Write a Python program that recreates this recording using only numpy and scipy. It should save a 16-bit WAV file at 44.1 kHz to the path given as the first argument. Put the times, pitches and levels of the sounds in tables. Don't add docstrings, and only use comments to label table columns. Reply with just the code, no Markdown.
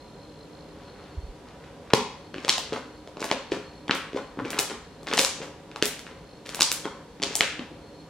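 import sys
import numpy as np
from scipy import signal
from scipy.fft import rfft, irfft, next_fast_len
from scipy.io import wavfile
from scipy.ndimage import map_coordinates

SR = 44100
rng = np.random.default_rng(int(sys.argv[2]) if len(sys.argv) > 2 else 0)


def dump(signal):
    limited = np.clip(np.atleast_2d(signal).T, -1, 1)
    pcm = np.round(limited * 32767).astype(np.int16)
    wavfile.write(sys.argv[1], SR, pcm)


N = 356769
TIME = np.arange(N) / SR
SHORT = 2048
SHORT_HZ = np.fft.rfftfreq(SHORT, 1 / SR)


def amp(db):
    return 10 ** (np.asarray(db) / 20)


def unit(x):
    return x / np.sqrt(np.mean(x ** 2) + 1e-20)


def along(points, hz):
    f, v = np.transpose(points)
    return np.interp(np.log(hz + 1), np.log(f + 1), v)


def wobble(rate):
    knots = rng.standard_normal(int(N * rate / SR) + 4)
    return map_coordinates(knots, [TIME * rate])


def filtered(x, response):
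    n = x.shape[-1]
    m = next_fast_len(n + SR // 4)
    return irfft(rfft(x, m) * response(np.fft.rfftfreq(m, 1 / SR)), m)[..., :n]


def resonance(f, hz, q):
    return 1j * f * hz / q / (hz * hz - f * f + 1j * f * hz / q)


def delay(f, ms):
    return np.exp(-2j * np.pi * f * ms / 10 ** 3)


def add(track, s, sound):
    part = track[max(round(s * SR), 0):][:len(sound)]
    part += sound[:len(part)]


def ring(hz, q):
    ratio = SHORT_HZ / hz
    rounding = 1 + .6j * ratio - (ratio / 2.3) ** 2
    pulse = irfft(resonance(SHORT_HZ, hz, max(q, .3)) / rounding)
    return pulse / np.abs(pulse).max()


def grains(length, hz, rate, q, scatter, spread_db, swell_db):
    out = np.zeros(round(length * SR) + SHORT)
    count = max(int(length * rate), 2)
    when, chance, pitch, push = rng.random((count, 4)).T
    sizes = (np.argsort(np.argsort(chance)) + .5) / count
    for k in range(count):
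        grain_hz = hz * np.exp(scatter * (2 * pitch[k] - 1))
        polarity = np.sign(push[k] - .5)
        burst = polarity * amp(spread_db * sizes[k] ** 3) * ring(grain_hz, q)
        add(out, length * (k + when[k]) / count, burst)
    progress = np.minimum(np.arange(len(out)) / (length * SR), 1)
    rms = np.sqrt(np.sum(out ** 2) / (length * SR))
    return out / rms * amp(swell_db * (progress - 1))


# (frequency [Hz], left-right correlation [0-1])
DIFFUSE_LIKENESS = [(100, 0.99), (1000, 0.88), (2000, 0.73), (4000, 0.3), (8000, 0), (14000, 0)]


def diffuse(noise):
    def mid_and_side(f):
        turn = np.arccos(np.clip(along(DIFFUSE_LIKENESS, f), -1, 1)) / 2
        return np.array([np.cos(turn), np.sin(turn)])
    mid, side = filtered(noise, mid_and_side)
    return np.array([mid + side, mid - side])


# (frequency [Hz], relative density [dB per Hz])
HUM_SPECTRUM = [(15, -43), (25, -17), (54, 1), (101, -2.5), (149, -0.5), (222, -1.5), (297, 0), (366, -7),
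                (389, 0), (499, -1.5), (641, -10), (711, -5.5), (875, -10), (2010, -20.5), (3600, -34),
                (4680, -92), (7920, -120)]
# (frequency [Hz], width of each of two passes [Hz], rms level before the waver [dB])
HUM_RESONANCES = [(158.4, 9.4, -59), (302.8, 6.1, -57.5), (520, 93, -60), (561, 21, -60), (969, 24, -63.5)]
# (frequency [Hz], relative density [dB per Hz])
HISS_SPECTRUM = [(1500, 0), (3500, 5), (5200, 0.5), (8000, -4.5), (11000, -9.5), (16000, -25)]


def background(hum_db, hiss_db, waver_db):
    def bed(response):
        return unit(filtered(diffuse(rng.standard_normal((2, N))), response))
    hum = amp(hum_db) * bed(lambda f: amp(along(HUM_SPECTRUM, f)))
    for hz, width, db in HUM_RESONANCES:
        hum = hum + amp(db) * bed(lambda f: resonance(f, hz, hz / width) ** 2)
    hiss = amp(hiss_db) * bed(lambda f: amp(along(HISS_SPECTRUM, f)))
    return hum * amp(waver_db * wobble(6.2)) + hiss


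# (start [s], end [s], rms level before the fades [dB], choppiness [0-1], pitch [Hz])
INSECT_PHRASES = [(-0.15, 0.52, -60.5, 0.84, 4190), (.45, 0.857, -62, 1, 4220),
                  (0.76, 1.134, -62, 0.5, 4250), (1.02, 1.4, -65, 0.4, 4300), (2.114, 3.13, -62, 0.6, 4280),
                  (3.296, 3.95, -59.5, 0.7, 4280), (4.102, 4.44, -61.5, 0.7, 4270),
                  (4.702, 5.106, -63.5, .95, 4200), (5.998, 6.484, -64, 0.9, 4280),
                  (6.798, 7.19, -66, 0.64, 4330), (7.66, 8.121, -63, 0.4, 4270)]
TRILL_FADE_S = 0.11


def trill(rasp_ratio, rasp_db, strokes_per_s):
    waver_hz = 85 * wobble(900)
    flutter = amp(3 * wobble(40) + 2 * wobble(9))
    drift = .25 * wobble(18) + 1.5 * wobble(1.5)
    strokes = np.maximum(np.sin(2 * np.pi * (strokes_per_s * TIME + drift)), 0) ** 2
    out = np.zeros(N)
    for start, end, db, chop, hz in INSECT_PHRASES:
        at = slice(max(round(start * SR), 0), round(end * SR))
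        phase = 2 * np.pi * np.cumsum(hz + waver_hz[at]) / SR
        wing = np.sin(phase)
        rasp = amp(rasp_db) * np.sin(rasp_ratio * phase)
        phrase = ((1 - chop) * wing + chop * strokes[at] * (wing + rasp)) * flutter[at]
        to_edge = np.minimum(TIME[at] - start, end - TIME[at])
        fade = np.clip(to_edge / TRILL_FADE_S, 0, 1)
        add(out, start, amp(db) * unit(phrase) * fade)
    return out


# (start [s], end [s], relative level [dB])
STRAND_PULLS = [(0.719, 0.919, -61), (0.799, 1.222, -63.5), (1.43, 1.519, -59), (1.541, 1.741, -62.5),
                (1.812, 1.892, -60)]


def stretching(hz):
    out = np.zeros(N)
    for start, end, db in STRAND_PULLS:
        rustle = grains(end - start, hz, rate=650, q=2.2, scatter=0.85, spread_db=19, swell_db=-10)
        add(out, start, amp(db) * rustle * signal.windows.hann(len(rustle)))
    return out


# (centre time [s], peak level [dB], swing rate [Hz])
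AIR_PUFFS = [(1.185, -24, 68), (1.245, -29.5, 55), (1.30, -33.5, 42)]


def puffs():
    out = np.zeros(N)
    for s, db, hz in AIR_PUFFS:
        cycles = (TIME - s) * hz
        out += amp(db) * np.cos(2 * np.pi * cycles) * np.exp(-2 * cycles ** 2)
    return out


# (time [s], snap level [dB], snap pitch [Hz], snap Q,
# plop level [dB], plop pitch [Hz], snap muffled above [Hz])
BURSTING_POCKETS = [(1.9034, -24, 1620, 0.3, -38, 750, 9000),
                    (1.9076, -25, 1600.0, 1.2, -38, 900.0, 9000.0),
                    (1.9345, -4.5, 2360, 2.15, -22, 600, 6950), (1.937, -1.5, 4500, 2, -9, 537, 8600),
                    (2.343, -20, 1420.0, 0.65, -25.5, 467, 12500),
                    (2.3609, -29, 1810.0, 1.2, -26.5, 310, 16100),
                    (2.3823, -25, 2340, 2.7, -33, 340.0, 9500.0),
                    (2.4482, -12, 2280.0, 0.33, -21.5, 526, 8700.0),
                    (2.4811, -9, 2150.0, 0.28, -17, 690, 16300.0),
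                    (2.489, -7, 2250.0, 0.3, -21, 1000, 19900.0), (2.494, 6, 3960, 1.5, -25.5, 390, 8500),
                    (2.581, -8.5, 3130.0, 0.76, -19, 666, 19900.0),
                    (2.7354, -30, 2960, 0.67, -27, 1110, 12100), (2.762, -22.5, 1010, 2.8, -37, 450, 6000),
                    (3.075, -28, 1900, 0.41, -29.5, 590, 13900.0),
                    (3.1706, -26.0, 1900, 0.22, -23.5, 517, 7500.0),
                    (3.205, -19.5, 5660.0, 2, -30.0, 500.0, 8300.0),
                    (3.2179, -19, 2700.0, 0.4, -19, 425, 19900.0),
                    (3.227, -18, 1630, 2.2, -23, 830, 19900.0), (3.243, -11, 3180, 0.23, -19, 680, 19900.0),
                    (3.314, -2, 1850, 0.36, -7.5, 537, 10300), (3.881, -22.5, 2880.0, 2.9, -24, 473, 12000),
                    (3.895, -15.5, 1530, 3.1, -18, 268, 5000), (3.8955, -20, 780, 2.5, -38, 300, 4000),
                    (3.9102, 4, 2940, 0.61, -16.5, 514, 4380), (3.951, -13, 7000.0, 0.55, -22, 403, 12700),
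                    (4.1738, -25, 1850, 0.99, -20.5, 660, 12000), (4.45, -17.5, 2300, 1.3, -24, 403, 3300),
                    (4.4564, -25, 1370, 0.38, -24, 430.0, 16300.0),
                    (4.505, -11.5, 4160, 0.25, -26, 593, 18600.0),
                    (4.531, -19, 1890.0, 2.2, -25, 670.0, 4800.0),
                    (4.5804, -20.5, 920, 1.3, -35, 302, 14000.0),
                    (4.5886, -4.5, 2900, 0.25, -17, 745, 19900.0),
                    (4.591, 2, 3720, 0.25, -13.5, 543, 19900), (5.032, -31, 4500, 0.44, -31, 453, 15900),
                    (5.0707, -18.5, 1780, 0.26, -39, 375, 19500.0),
                    (5.077, -21, 1540.0, 1.9, -26, 610.0, 17900.0),
                    (5.086, -21, 3870.0, 4.1, -35.0, 390.0, 8700.0),
                    (5.114, -17, 3130.0, 2.5, -35, 560.0, 4700.0),
                    (5.1286, -14, 1600, 0.8, -17, 830.0, 9000), (5.1365, -5, 2800, 0.68, -18, 417, 17900),
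                    (5.141, -15, 1490, 0.6, -24, 400, 9000), (5.173, -3.5, 6550, 1.4, -38, 380.0, 9700.0),
                    (5.1781, -3, 2030, 0.54, -14, 650, 19900), (5.189, 0.5, 3650, 0.54, -11, 694, 16000),
                    (5.1927, 4.5, 3640, 0.81, -12.5, 480, 15200),
                    (5.2136, -3.5, 4800, 0.44, -21, 750, 15400), (5.232, -6.5, 4140, 0.83, -23, 593, 16000),
                    (5.2482, 3.5, 5750, 0.87, -21.5, 1320, 8150), (5.417, -23, 1990, 0.53, -25, 500, 8000),
                    (5.715, -29.5, 2320, 1.2, -57, 500.0, 9000.0),
                    (5.7607, -17.5, 1820, 0.24, -21.5, 720, 16000),
                    (5.819, -24, 1800.0, 1.0, -40, 500.0, 6000.0),
                    (5.825, 0.5, 2670, 0.76, -9.5, 430, 16500), (5.856, -1.5, 8000, 0.52, -27, 420, 14800),
                    (5.993, -20, 2940.0, 0.3, -47, 590.0, 19900.0),
                    (6.067, -25.5, 1830, 1.56, -36, 450.0, 4000.0),
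                    (6.4619, -22, 2610.0, 0.27, -32, 610.0, 19500),
                    (6.492, -14, 3500.0, 0.26, -29.5, 620.0, 10300.0),
                    (6.547, -9.5, 4130.0, 0.28, -34, 790.0, 17900.0),
                    (6.569, -36, 1500.0, 1.0, -31, 500.0, 6000.0),
                    (6.5927, -23, 1520.0, 0.68, -20, 660.0, 19900.0),
                    (6.6032, -10, 4090.0, 0.3, -49, 400.0, 19900.0),
                    (6.6081, 5, 4570, 0.43, -23, 330, 10900), (6.62, 5.5, 4880, 2.2, -15.5, 885, 9150),
                    (6.7167, 0, 4500, 0.2, -28, 726, 19900.0), (6.8552, -22.5, 3400, 1.5, -40, 1200, 8000),
                    (7.2207, -10, 3560.0, 0.32, -20.5, 560.0, 6800.0),
                    (7.228, -4, 3960, 0.57, -18.5, 627, 7860),
                    (7.2352, 2.0, 5200.0, 1.3, -23.5, 380.0, 5200),
                    (7.3543, 2.5, 7900, 1.45, -23, 695, 10600), (7.4078, 4, 2230, 0.94, -10, 584, 10400),
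                    (7.5946, -25, 3100, 2.9, -35, 1100, 6000)]


def pops(plop_q, snap_db, plop_db, bounce_ms):
    out, bounced = np.zeros((2, N))
    heights = rng.standard_normal(len(BURSTING_POCKETS))
    for (s, db, hz, q, cavity_db, cavity_hz, cover_hz), height in zip(BURSTING_POCKETS, heights):
        ratio = SHORT_HZ / cover_hz
        cover = (1 + np.sqrt(2) * 1j * ratio - ratio ** 2) ** 2
        snap = irfft(rfft(ring(hz, q)) / cover)
        plop = ring(cavity_hz, plop_q)
        burst = amp(db + snap_db) * snap + amp(cavity_db + plop_db) * plop
        add(out, s, burst)
        extra_path_ms = bounce_ms * np.exp(0.14 * height)
        add(bounced, s + extra_path_ms / 10 ** 3, burst)
    return out, bounced


# (frequency [Hz], Q, relative peak level [dB])
LUMP_RESONANCES = [(170, 1.8, -14), (433, 4.4, -8.5), (930, 2.7, -7.5)]
LANDING_S = 1.9352
SPLAT_S, SPLAT_DB, SPLAT_HZ = 0.0021, -16.5, 3330
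LANDING_ROOM_DB, SPLAT_ROOM_DB = -3, -7


def landing():
    thud, crack = np.zeros((2, N))
    for k, (hz, q, db) in enumerate(LUMP_RESONANCES):
        add(thud, LANDING_S, (-1) ** k * amp(db) * ring(hz, q))
    contact = np.exp(-((TIME - LANDING_S - SPLAT_S / 2) / SPLAT_S) ** 4)
    dull_noise = filtered(rng.standard_normal(N), lambda f: 1 / (1 + 1j * f / SPLAT_HZ) ** 2)
    splat = amp(SPLAT_DB) * contact * unit(dull_noise)
    add(crack, LANDING_S, ring(SPLAT_HZ, 1.0))
    crack *= np.linalg.norm(splat) / np.linalg.norm(crack)
    return thud + splat, amp(LANDING_ROOM_DB) * thud + amp(SPLAT_ROOM_DB) * crack


# (start [s], end [s], relative level at the end [dB],
# crackle pitch [Hz], squelch over crackle [dB])
FIST_SQUEEZES = [(2.335, 2.499, -48, 2470, 3.5), (3.192, 3.311, -41, 2660, -0.5),
                 (3.896, 3.973, -34.5, 2440, -4), (4.442, 4.592, -41.5, 2290, 1.5),
                 (5.064, 5.216, -36.5, 2770, -2.5), (5.695, 5.817, -57, 1510, -18),
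                 (6.449, 6.63, -44.5, 2700, -3.5), (7.224, 7.408, -42, 3330, -8.5)]
SQUELCH_HZ = 396
GRIP_S = 0.0057


def kneading():
    out = np.zeros(N)
    for start, end, db, crackle_hz, squelch_db in FIST_SQUEEZES:
        length = end - start
        crackle = grains(length, crackle_hz, rate=260, q=1.3, scatter=0.88, spread_db=7, swell_db=4.5)
        squelch = grains(length, SQUELCH_HZ, rate=150, q=3.4, scatter=0.48, spread_db=23.5, swell_db=2)
        grip = np.minimum(np.arange(len(crackle)) / SR / GRIP_S, 1)
        add(out, start, amp(db) * grip * (crackle + amp(squelch_db) * squelch))
    return out


# (time [s], relative note level [dB], pitch at its peak [Hz], cycles to its peak,
# tick over note [dB], tick pitch [Hz])
CAVITY_GLUGS = [(2.7235, -18, 375, 0.51, -7, 1100), (2.7307, -23.5, 425, .6, 4, 3200),
                (3.519, -14.5, 367, 0.66, -8, 1300), (3.5208, -21, 298, 0.65, 3.5, 2700),
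                (4.132, -27, 390, 0.55, -1, 2600), (4.1461, -20.5, 341, 0.66, -11, 2000),
                (4.1618, -19, 457, 0.89, -10, 1810), (4.373, -26, 322, .5, -8, 850),
                (4.386, -23.5, 232, 0.43, -12, 890), (4.393, -36, 520, 0.45, -6, 900),
                (4.398, -33, 600, 0.54, -7, 1050), (4.4015, -25, 400, 0.52, -31, 990),
                (4.408, -29, 430, .5, -21, 1100), (4.42, -27, 270, 0.48, -15, 1000),
                (4.427, -31.5, 250, 0.56, -15, 900), (4.439, -30, 230, 0.48, -16, 1200),
                (4.714, -28.5, 370, 0.81, -10, 1490), (5.4032, -27, 410, 0.66, -10, 1500),
                (6.113, -34, 377, 0.43, -3, 2600), (6.8493, -32, 333, 0.54, -7, 1296),
                (6.8545, -18.5, 353, 0.4, 0.5, 950), (7.1997, -29, 280, 0.42, -3, 2000),
                (7.264, -29, 285, .55, -12, 2600), (7.308, -26, 413, 0.38, -5, 2000),
                (7.593, -23, 270, 0.47, -2, 2100), (7.714, -34, 298, 0.72, -25, 1500)]
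GLUG_GLIDE = 0.039


def glugs(tick_q):
    out = np.zeros(N)
    for s, db, hz, peak_cycles, tick_db, tick_hz in CAVITY_GLUGS:
        cycles = np.arange(SHORT) / SR * hz
        age = cycles / peak_cycles
        envelope = age * np.exp(1 - age)
        glide = 1 + GLUG_GLIDE * (cycles / 2 - peak_cycles)
        note = envelope * np.sin(2 * np.pi * cycles * glide)
        add(out, s, amp(db) * (note + amp(tick_db) * ring(tick_hz, tick_q)))
    return out


# (start [s], length [s], relative squelch level [dB], squelch pitch [Hz],
# crackle over squelch [dB])
FLAP_FOLDS = [(2.725, .07, -35.5, 435, -5), (3.515, .06, -31.5, 333, -7), (4.154, 0.073, -39.5, 410, -4.5),
              (4.389, .016, -33, 870, -22), (4.405, 0.059, -38, 294, -19), (4.697, 0.053, -39, 410, -1),
              (5.414, .05, -39.5, 416, -3.5), (6.06, 0.068, -54, 342, 4), (6.848, .03, -36, 620, -10),
              (7.594, 0.06, -49.5, 288, -0.5)]
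LEAD_SHARE = 0.05


def folding(skin_ratio):
    out = np.zeros(N)
    for s, length, db, hz, crackle_db in FLAP_FOLDS:
        squelch = grains(length, hz, rate=200, q=1.7, scatter=0.67, spread_db=8, swell_db=1)
        crackle = grains(length, skin_ratio * hz, rate=500, q=0.9, scatter=1.0, spread_db=11, swell_db=-2.5)
        progress = np.arange(len(squelch)) / SR / length
        flow = np.interp(progress, [0, LEAD_SHARE, 1], [.25, 1, .3])
        add(out, s, amp(db) * flow * (squelch + amp(crackle_db) * crackle))
    return out


# (start [s], length [s], relative level [dB], pitch [Hz])
PINHOLE_SQUEAKS = [(4.451, .04, -50, 2300), (6.843, 0.0086, -43, 3260)]
SQUEAK_WAVER_HZ = 150


def squeaks():
    out, waver = np.zeros(N), SQUEAK_WAVER_HZ * wobble(400)
    for s, length, db, hz in PINHOLE_SQUEAKS:
        pitch = hz + waver[round(s * SR):][:round(length * SR)]
        tone = np.sin(2 * np.pi * np.cumsum(pitch) / SR)
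        add(out, s, amp(db) * unit(tone * signal.windows.tukey(len(pitch), .5)))
    return out


def near(x, lead_ms):
    return filtered(x, lambda f: np.array([delay(f, -lead_ms / 2), delay(f, lead_ms / 2)]))


# (frequency [Hz], decay time [s])
DECAY_TIMES = [(150, 0.47), (400, 0.3), (1000, 0.58), (2800, 0.56), (7000, 0.46), (14000, 0.2)]


def room_tail(wall_ms, build_s, merge_s):
    age = np.arange(3 * SR // 4) / SR
    density = np.clip((age / merge_s) ** 2, .1, 1)
    present = rng.random(len(age)) < density
    echoes = present / np.sqrt(density) * rng.standard_normal((2, len(age)))
    early_boost = 1 + 6.8 * np.exp(-age / build_s)
    echoes *= np.where(age < wall_ms / 10 ** 3, .35, early_boost)
    hz, t, z = signal.stft(echoes, SR, nperseg=256)
    decay = amp(-60 * t / along(DECAY_TIMES, hz)[:, None])
    tail = signal.istft(z * decay, SR, nperseg=256)[1]
    return tail / np.linalg.norm(tail, axis=1, keepdims=True)


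# (frequency [Hz], relative level [dB])
ROOM_TONE = [(60, -13), (200, -4.5), (450, -16.5), (700, -8), (950, -0.5), (1450, -0.5), (2100, -2),
             (5000, -2), (9000, 4), (15000, 8)]
# (frequency [Hz], width [Hz], lift [dB])
STANDING_WAVES = [(253.6, 28, 11), (419.4, 25.4, 15.5), (543, 35, 12.5), (1040, 310, 1.5)]


def room(x, tail_db, wall_db, wall_ms):
    wet, step = np.zeros((2, N)), SR // 2
    for i in range(0, N, step):
        tail = room_tail(wall_ms, build_s=0.004, merge_s=.08)
        answer = signal.fftconvolve(x[None, i:i + step], tail, axes=1)
        for ear, sound in zip(wet, answer):
            add(ear, i / SR, sound)

    def colour(f):
        lifts = [1 + (amp(db) - 1) * resonance(f, hz, hz / width) for hz, width, db in STANDING_WAVES]
        return amp(along(ROOM_TONE, f)) * np.prod(lifts, axis=0)
    wet = filtered(diffuse(wet), colour)
    wall = filtered(x, lambda f: delay(f, wall_ms) / (1 + 1j * f / 6000))
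    return amp(tail_db) * wet + amp(wall_db) * wall


PALM_HZ = 6000
BOUNCE_HZ = 9000


def scene():
    still = background(hum_db=-47.5, hiss_db=-59.0, waver_db=-0.77)
    still = still + trill(rasp_ratio=1.2, rasp_db=-10.0, strokes_per_s=52)

    def thin(x):
        return filtered(x, lambda f: 1j * f / (120 + 1j * f))
    bursts, bounced = pops(plop_q=1.8, snap_db=-0.57, plop_db=-1.0, bounce_ms=0.764)
    slap, slap_spread = landing()
    handling = stretching(hz=2000) + kneading() + glugs(tick_q=1.54) + folding(skin_ratio=5.94) + squeaks()
    covered = filtered(handling, lambda f: 1 / (1 + 1.2j * f / PALM_HZ - (f / PALM_HZ) ** 2))
    slime = thin(bursts + covered)
    bounced = filtered(thin(bounced), lambda f: 1 / (1 + 1j * f / BOUNCE_HZ))
    direct = near(slime + slap + 0.86 * bounced, lead_ms=0.022)
    heard = direct + room(slime + slap_spread, tail_db=-1.0, wall_db=-16, wall_ms=6.9)
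    return heard * amp([[.55], [-.55]]) + still + puffs() * amp([[-1], [1]])


TOP_HZ = 16000


def record(dry):
    clipped = dry / (1 + np.abs(dry) ** 8) ** (1 / 8)
    return filtered(clipped, lambda f: 1 / np.sqrt(1 + (f / TOP_HZ) ** 240))


dry = scene()
out = record(dry)
dump(out)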